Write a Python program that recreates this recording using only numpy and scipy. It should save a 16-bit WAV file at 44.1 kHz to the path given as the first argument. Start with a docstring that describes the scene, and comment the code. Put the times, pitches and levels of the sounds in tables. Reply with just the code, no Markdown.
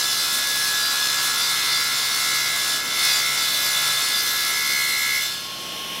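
"""A harsh, ringing rasp with squeals on top: a table saw is cutting a thick aluminium plate close by.
Its 60 uneven teeth scrape through the metal turn after turn, the blade chatters and squeals as it
bends, and chips hiss away over a low motor hum. The push on the plate eases briefly near 2.9 s.
At 5.3 s the blade comes free and spins on with a rush of air and a thin whistle."""
import sys
import numpy as np
from scipy import signal
from scipy.fft import rfft, irfft
from scipy.io import wavfile

SR = 44100
rng = np.random.default_rng(int(sys.argv[2]) if len(sys.argv) > 2 else 0)


def persist_wave(psi):
    """Save psi, clipped to +-1, as 16-bit WAV."""
    counts = np.round(np.clip(psi, -1, 1) * 32767).astype(np.int16)
    wavfile.write(sys.argv[1], SR, np.atleast_2d(counts).T)


N = 264600

TEETH, USUAL_TURNS_PER_S = 60, 69.9
# The feed: how hard the plate is pushed into the teeth (0 is usual). 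Columns: time_s, level_db
FEED = [(0, .8), (.8, 0), (1.7, 0.1), (2.45, -0.3), (2.74, 0.5), (2.83, -3.5), (2.93, -1.5), (3.04, 2.5),
        (3.24, 0), (3.5, .5), (4.3, 0), (5.05, -1.2), (5.28, -3), (5.36, -6.5), (5.5, -11.5), (6, -17)]
# Rise and fall of the plate's drone, which also strains the cabinet. Columns: time_s, level_db
DRONE = [(0, -35), (.5, -34), (.6, -33.5), (1.1, -31.5), (2.2, -32), (2.74, -33), (2.88, -34.5),
         (3.04, -31.5), (3.32, -34), (3.65, -32), (5.08, -34.5), (5.35, -41), (6, -51)]


def from_db(db):
    """Turn decibels into a number to multiply by."""
    return 10 ** (np.asarray(db) / 20)


def rms_one(x):
    """Scale a signal so that its average strength (rms) is 1."""
    return x / np.sqrt(np.mean(x ** 2) + 1e-20)


def curve(rows):
    """Join (time_s, value) points with straight lines, giving one value per sample."""
    return np.interp(np.arange(N) / SR, *np.transpose(rows))


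def swell(peak_s, length_s):
    """A smooth rise to 1 and back; the length is its width at half height."""
    offset = np.clip((np.arange(N) / SR - peak_s) / length_s, -1, 1)
    return .5 + .5 * np.cos(np.pi * offset)


def drift(rate_hz):
    """A smooth random wobble of typical size 1, mostly slower than rate_hz."""
    step, warm_up = 40, 2000
    decay = np.exp(-2 * np.pi * step * rate_hz / SR)
    noise = rng.standard_normal(N // step + warm_up + 2)
    slow = signal.lfilter([1], [1, -2 * decay, decay * decay], noise)[warm_up:]
    return np.interp(np.arange(N) / step, np.arange(len(slow)), rms_one(slow))


def colour(x, spectrum):
    """Make some pitches stronger and others weaker."""
    hz, db = np.transpose(spectrum)
    bin_hz = np.maximum(np.arange(N // 2 + 1) * SR / N, 1)
    gain = from_db(np.interp(np.log(bin_hz), np.log(hz), db))
    edge_fade = np.minimum(bin_hz / hz[0], 1) ** 2 * np.minimum(hz[-1] / bin_hz, 1) ** 2
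    return rms_one(irfft(rfft(x) * gain * edge_fade, N))


def tone(cycles, flutter_db, rough, rough_hz=25):
    """A ringing note that swells and sags, roughened by uneven blows."""
    flutter = from_db(flutter_db * drift(3.6))
    roughness = 1 + rough * (drift(rough_hz) + 1j * drift(rough_hz))
    return rms_one(flutter * np.real(roughness * np.exp(2j * np.pi * cycles)))


def turning_tones(turns, rows, flutter_db, rough):
    """Notes that follow the blade's speed; rows give their pitches at the usual speed."""
    blade_time = turns / USUAL_TURNS_PER_S
    return sum(from_db(db) * tone(hz * blade_time, flutter_db, rough) for hz, db in rows)


def tooth_force(turns, repeat, memory, uneven_db, chip_db):
    """Every tooth tears off a chip, and each turn meets the wavy face left by the turn before."""
    turn_count, harmonics, warm_up = int(turns[-1]) + 1, 4 * TEETH, 20
    # repeat is the share that is alike on every turn; memory is how much the rest carries over
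    lasting = np.exp(2j * np.pi * rng.random(harmonics))
    draws = rng.standard_normal((turn_count + warm_up, harmonics, 2)) @ [1, 1j] / np.sqrt(2)
    renewed = signal.lfilter([np.sqrt(1 - memory ** 2)], [1, -memory], draws, axis=0)[warm_up:]
    per_turn = irfft(np.sqrt(repeat) * lasting + np.sqrt(1 - repeat) * renewed, 2048)
    force = np.interp(turns * per_turn.shape[1], np.arange(per_turn.size), per_turn.ravel())
    # some teeth stick out, and no two chips are equally thick
    teeth_passed = turns * TEETH
    tooth = teeth_passed.astype(int)
    height_db = uneven_db * rng.standard_normal(TEETH)[tooth % TEETH]
    thickness_db = chip_db * rng.standard_normal(tooth[-1] + 1)[tooth]
    contact = 1 + .5 * np.cos(2 * np.pi * teeth_passed)
    return rms_one(force * contact * from_db(height_db + thickness_db))


def background_rumble():
    """A low rumble that comes up near 2.9 s and at the end, where the cut goes quieter."""
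    # Loudness of the rumble. Columns: time_s, level_db
    rumble_levels = [(0, -44.5), (1.3, -45), (2.6, -46), (2.9, -42.5), (3.2, -45.5), (4.2, -46), (5.3, -49),
                     (5.7, -42.5), (6, -42.5)]
    # Tone colour of the rumble. Columns: pitch_hz, gain_db
    rumble_colour = [(25, -32), (48, -26), (85, -14), (115, -27), (180, 1.5), (300, 1), (500, -0.5),
                     (800, -1), (1100, -2), (1800, -36)]
    return from_db(curve(rumble_levels)) * colour(rng.standard_normal(N), rumble_colour)


def motor_and_cabinet(turns):
    """The motor hums, and the cabinet's notes ring with the cut."""
    # Notes of the motor, belt and shaft. Columns: pitch_hz, level_db
    hum_notes = [(59.3, -69), (69.9, -61), (103.5, -64.5), (118.4, -60), (177.6, -80), (209.8, -64.5),
                 (258.4, -58), (349.7, -57), (479.1, -61)]
    # Notes of the strained cabinet. Columns: pitch_hz, level_db
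    strain_notes = [(139.9, -52.5), (419.5, -59), (559.5, -61.5), (629.4, -57.5), (699.3, -57.5),
                    (769.3, -79.5), (839.2, -55)]
    hum = turning_tones(turns, hum_notes, flutter_db=.5, rough=.03)
    strain = turning_tones(turns, strain_notes, flutter_db=2, rough=.2)
    drone_db = curve(DRONE)
    strain *= from_db(.5 * (drone_db - np.median(drone_db)) - .26)
    return hum + strain


def rushing_air(turns):
    """Air rushes and whistles through the gaps between the teeth, louder as the cut opens."""
    # Loudness of the air thrown off the blade. Columns: time_s, level_db
    rush_levels = [(0, -41), (5.2, -36.5), (5.5, -36.5), (5.75, -32.5), (6, -30.5)]
    # Tone colour of that air. Columns: pitch_hz, gain_db
    rush_colour = [(600, -10), (900, -16.5), (1500, -12), (2200, -9.5), (2700, -4), (3100, 2), (3600, -5.5),
                   (4400, -18.5), (5600, -8.5), (7000, -21), (9000, -19.5), (11500, -15.5), (13500, -20),
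                   (16000, -26)]
    # Notes of the freely spinning saw. Columns: pitch_hz, level_db
    whistle_notes = [(177.6, -52), (1077, -40.5), (2821, -50), (2993, -48), (8420, -58), (9020, -58)]
    # How far those notes are turned up or down. Columns: time_s, gain_db
    whistle_gains = [(0, -18), (5.2, -16.5), (5.45, -2), (5.7, -2), (6, 2)]
    puffs = tooth_force(turns, repeat=.14, memory=.11, uneven_db=1, chip_db=1.5)
    rush = from_db(curve(rush_levels)) * colour(puffs, rush_colour)
    whistles = turning_tones(turns, whistle_notes, flutter_db=.6, rough=.06)
    return rush + from_db(curve(whistle_gains)) * whistles


def tooth_whine(turns):
    """The passing teeth make a high note; above it, thin overtones of the squeal at six and seven times its
    pitch throb once a turn."""
    # Rise and fall of the whine. Columns: time_s, level_db
    whine_levels = [(0, -41), (.2, -34), (.8, -52), (1.05, -31), (1.3, -42), (1.7, -32), (2.4, -46),
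                    (2.82, -47), (3.08, -35), (3.25, -55), (3.75, -56), (4.28, -32), (4.5, -42),
                    (4.75, -28.5), (5.2, -38), (5.45, -41), (6, -46)]
    # Rise and fall of the squeal's high overtones. Columns: time_s, level_db
    overtone_levels = [(0, -44), (2.2, -40), (3.28, -45), (3.66, -29), (3.92, -38), (4.3, -29.5),
                       (4.62, -35), (5.26, -33), (5.36, -60), (6, -60)]
    teeth_passed = turns * TEETH
    whine = tone(teeth_passed, flutter_db=.8, rough=.22)
    lower = tone(3 * teeth_passed, flutter_db=.5, rough=.4, rough_hz=45)
    upper = from_db(-7) * tone(3.5 * teeth_passed, flutter_db=1, rough=.6, rough_hz=45)
    overtones = (lower + upper) * (1 + .45 * np.cos(2 * np.pi * turns))
    return from_db(curve(whine_levels) - 2) * whine + from_db(curve(overtone_levels) - 5) * overtones


def rim_shrieks():
    """The blade's rim rings at its own pitches and flares as it catches in the cut; close pairs beat."""
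    # Moments when the rim catches. Columns: peak_s, length_s, ring_name, level_db
    flares = [(.04, .12, "top", -32), (.05, .06, "high", -28), (.21, .08, "high", -29),
              (0.505, 0.12, "high", -31), (.62, .09, "top", -32), (.86, 0.15, "high", -27),
              (1.02, .07, "low", -33), (1.172, 0.054, "low", -33), (1.18, 0.058, "high", -28),
              (1.264, 0.051, "low", -28), (1.44, 0.099, "high", -26), (1.447, 0.14, "low", -27),
              (1.707, 0.089, "low", -27), (1.78, 0.14, "high", -25), (2.04, .08, "high", -28),
              (2.38, .24, "high", -30.5), (3.07, 0.16, "top", -32), (3.145, 0.12, "high", -24.5),
              (3.41, 0.074, "high", -31), (3.56, .11, "low", -29), (3.66, .05, "high", -33),
              (3.663, 0.04, "top", -32), (3.763, 0.087, "low", -25), (3.87, 0.061, "low", -24.5),
              (3.977, 0.059, "low", -28), (4.15, 0.091, "low", -26), (4.175, .07, "high", -25),
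              (4.42, .07, "high", -31), (4.72, 0.097, "high", -33), (5.292, 0.081, "low", -34)]
    seconds = np.arange(N) / SR
    low = from_db(-3.3) * tone(3523.5 * seconds, flutter_db=1.5, rough=.53, rough_hz=30)
    low += from_db(-4.7) * tone(3572 * seconds, flutter_db=1.5, rough=.47, rough_hz=20)
    high = from_db(-2.3) * tone(4756.3 * seconds, flutter_db=.6, rough=.34)
    top = from_db(-1.5) * tone(5109 * seconds, flutter_db=1.5, rough=.3)
    top += from_db(-3) * tone(5185 * seconds, flutter_db=1, rough=.8)
    shrieks = np.zeros(N)
    for name, ring, usual_db in ("low", low, -32.5), ("high", high, -36.5), ("top", top, -38):
        steady = from_db(usual_db + .85 * curve(FEED))
        flaring = sum(from_db(db) * swell(s, length) for s, length, which, db in flares if which == name)
        shrieks += np.hypot(steady, flaring) * ring
    return shrieks


def blade_chatter():
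    """The blade shakes at a pitch of its own, whatever its speed."""
    # Rise and fall of the chatter. Columns: time_s, level_db
    chatter_levels = [(0, -33), (.17, -37), (.6, -29), (1.1, -32), (1.6, -36), (2.2, -35), (2.78, -33.5),
                      (2.9, -41), (3.08, -35.5), (3.42, -38), (3.68, -33), (5.15, -35), (5.35, -40.5),
                      (5.55, -62)]
    pitch_hz = 1680.8
    chatter = tone(pitch_hz * np.arange(N) / SR, flutter_db=.8, rough=.06)
    return from_db(curve(chatter_levels) - .6) * chatter


def blade_squeal(turns):
    """The bending blade squeals at half the tooth rate, and throbs as the bent shape turns with it."""
    # Rise and fall of the squeal. Columns: time_s, level_db
    squeal_levels = [(0, -41), (.52, -37.5), (.75, -46), (1.05, -44), (1.25, -38.5), (1.7, -32.5),
                     (2.12, -34.5), (2.3, -31), (2.53, -31), (2.76, -38.5), (3.07, -28.5), (3.17, -32),
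                     (3.28, -29), (3.42, -36), (3.8, -33.5), (4.3, -36), (4.72, -28), (5.0, -28),
                     (5.18, -25.5), (5.3, -44), (5.5, -54)]
    # Side notes just below and above the squeal. Columns: offset_cycles_per_turn, gain_db
    side_notes = [(-2, -13), (-1, -2.5), (1, 0), (2, -11)]
    # Bending waves travel at unequal speeds, so side notes lag: a soft squeal warbles, a loud one throbs.
    # Columns: squeal_db, lag_radians
    side_lags = [(-35, 1.05), (-28, .55)]
    squeal_db = curve(squeal_levels)
    angle = 2 * np.pi * turns
    core = from_db(-3 + .8 * drift(3)) * np.cos(TEETH / 2 * angle)
    lag = np.interp(squeal_db, *np.transpose(side_lags))
    throb = sum(from_db(db + drift(4)) * np.cos((TEETH / 2 + offset) * angle - lag * offset ** 2)
                for offset, db in side_notes)
    return np.sqrt(2) * from_db(squeal_db) * (core + from_db(-2) * throb)


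def chip_spray(turns, feed_db):
    """Chips hiss away in quick gusts, with a thicker spurt now and then."""
    # Tone colour of the spray. Columns: pitch_hz, gain_db
    chip_colour = [(5500, -3), (6900, -2.5), (7300, -6.5), (7600, -5.5), (8400, 1.5), (9100, -3.5),
                   (9700, -0.5), (10200, -4.5), (11000, -0.5), (11800, 0), (12500, -3), (13300, -5),
                   (14100, -5.5), (15500, -8.5)]
    # Thicker spurts of chips. Columns: peak_s, length_s, rise_db
    spurts = [(0.35, .06, 4), (.66, 0.25, 2), (1.247, .06, 3.5), (2.225, 0.044, 2.5), (2.562, .12, 1.5),
              (3.582, .1, 2.5), (4.27, 0.05, 3), (4.82, 0.21, 3)]
    force = tooth_force(turns, repeat=.087, memory=.6, uneven_db=2, chip_db=2.5)
    spurt_db = sum(db * swell(s, length) for s, length, db in spurts)
    gust_db = .5 * drift(38)
    return from_db(-31 + 1.3 * feed_db + spurt_db + gust_db) * colour(force, chip_colour)


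def plate_drone(turns, feed_db):
    """The teeth shake the plate into a drone; ringing notes, several of them side notes of the blade's chatter,
    rise and fall with it."""
    # Notes below the blade's chatter, several of them one turn rate (70 Hz) apart.
    # Columns: pitch_hz, relative_db
    ringing_notes = [(974.4, -52), (1071, -47.5), (1276, -47), (1330, -40), (1400, -42), (1470, -48.5),
                     (1540, -46.5)]
    # Tone colour of the plate. Columns: pitch_hz, gain_db
    plate_colour = [(700, -16.5), (980, -15.5), (1100, -8), (1330, -8.5), (1550, -11), (1850, -9.5),
                    (2200, -5), (2600, -15.5), (3200, -17)]
    ringing = from_db(35) * turning_tones(turns, ringing_notes, flutter_db=1, rough=.28)
    force = tooth_force(turns, repeat=.51, memory=.16, uneven_db=3.5, chip_db=.5)
    return from_db(curve(DRONE) - 1.5 + .24 * feed_db) * (colour(force, plate_colour) + ringing)


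def blade_ringing(turns, feed_db):
    """The cutting teeth set the blade ringing, louder with a harder push."""
    # Notes of the blade at the usual feed. Columns: pitch_hz, level_db
    blade_notes = [(2516, -46.5), (2994, -46), (3361, -43), (3430, -81), (3693, -39.5), (3919, -39),
                   (3987, -36.5), (4056, -39), (4126, -41.5), (4336, -40.5), (4411, -37.5), (4478, -62),
                   (4618, -47), (4686, -49), (4966, -53.5), (5033, -52), (5469, -38.5), (5740, -57),
                   (5873, -41.5), (6094, -40.5), (6292, -51), (6433, -68), (7138, -40.5), (7294, -43.5),
                   (7833, -44), (8386, -51), (9668, -41), (10060, -70), (10422, -41.5), (12915, -64)]
    return from_db(1.23 * feed_db) * turning_tones(turns, blade_notes, flutter_db=2, rough=.41)


def tooth_rasp(turns, feed_db):
    """The teeth scrape through the metal; the rasp thins as they break through the far edge."""
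    # Tone colour of the scraping. Columns: pitch_hz, gain_db
    rasp_colour = [(2000, -14), (2500, -6), (2850, 1.5), (3100, -6), (3450, 6), (3900, -8.5), (4500, -2.5),
                   (4900, -1), (5250, 7.5), (5700, -3.5), (6300, 2), (6700, -7), (7300, -1.5), (8500, -36)]
    force = tooth_force(turns, repeat=.21, memory=.46, uneven_db=2, chip_db=.7)
    # for a moment one tooth snags, giving a short knock on every turn
    knocks = np.exp(10 * (np.cos(2 * np.pi * turns) - 1))
    snag = 1 + .81 * swell(peak_s=1.1, length_s=.18) * knocks
    breakthrough_db = curve([(3.3, 0), (4.3, -1.5)])
    return from_db(-29.5 + .9 * feed_db + breakthrough_db) * snag * colour(force, rasp_colour)


def cutting(turns):
    """The sounds of the cut waver: the plate moves in unevenly and the blade wobbles once a turn."""
    feed_db = curve(FEED)
    drone = plate_drone(turns, feed_db)
    cut = blade_ringing(turns, feed_db) + tooth_rasp(turns, feed_db) + chip_spray(turns, feed_db)
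    judder = from_db(.5 * drift(8.2))
    wobble = from_db(.19 * np.cos(2 * np.pi * turns))
    return judder * (drone + wobble * cut)


def scene():
    """Count the blade's turns and add up all the sounds; both channels are alike."""
    # The blade's speed, which rises when the load eases. Columns: time_s, turns_per_s
    speed = [(0, 69.93), (1.2, 69.87), (2.5, 69.88), (2.88, 70.12), (3.15, 69.9), (4.3, 69.82),
             (5.0, 69.88), (5.2, 70.08), (5.36, 70.42), (6, 70.44)]
    turns = np.cumsum(curve(speed)) / SR
    mix = cutting(turns) + blade_chatter() + blade_squeal(turns) + rim_shrieks() + tooth_whine(turns)
    mix += motor_and_cabinet(turns) + background_rumble() + rushing_air(turns)
    return np.array([mix, mix])


def record(dry):
    """Cut off the very highest treble steeply."""
    cutoff_hz = 15750
    return signal.sosfilt(signal.ellip(12, .1, 90, cutoff_hz, fs=SR, output="sos"), dry)


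dry = scene()
out = record(dry)
persist_wave(out)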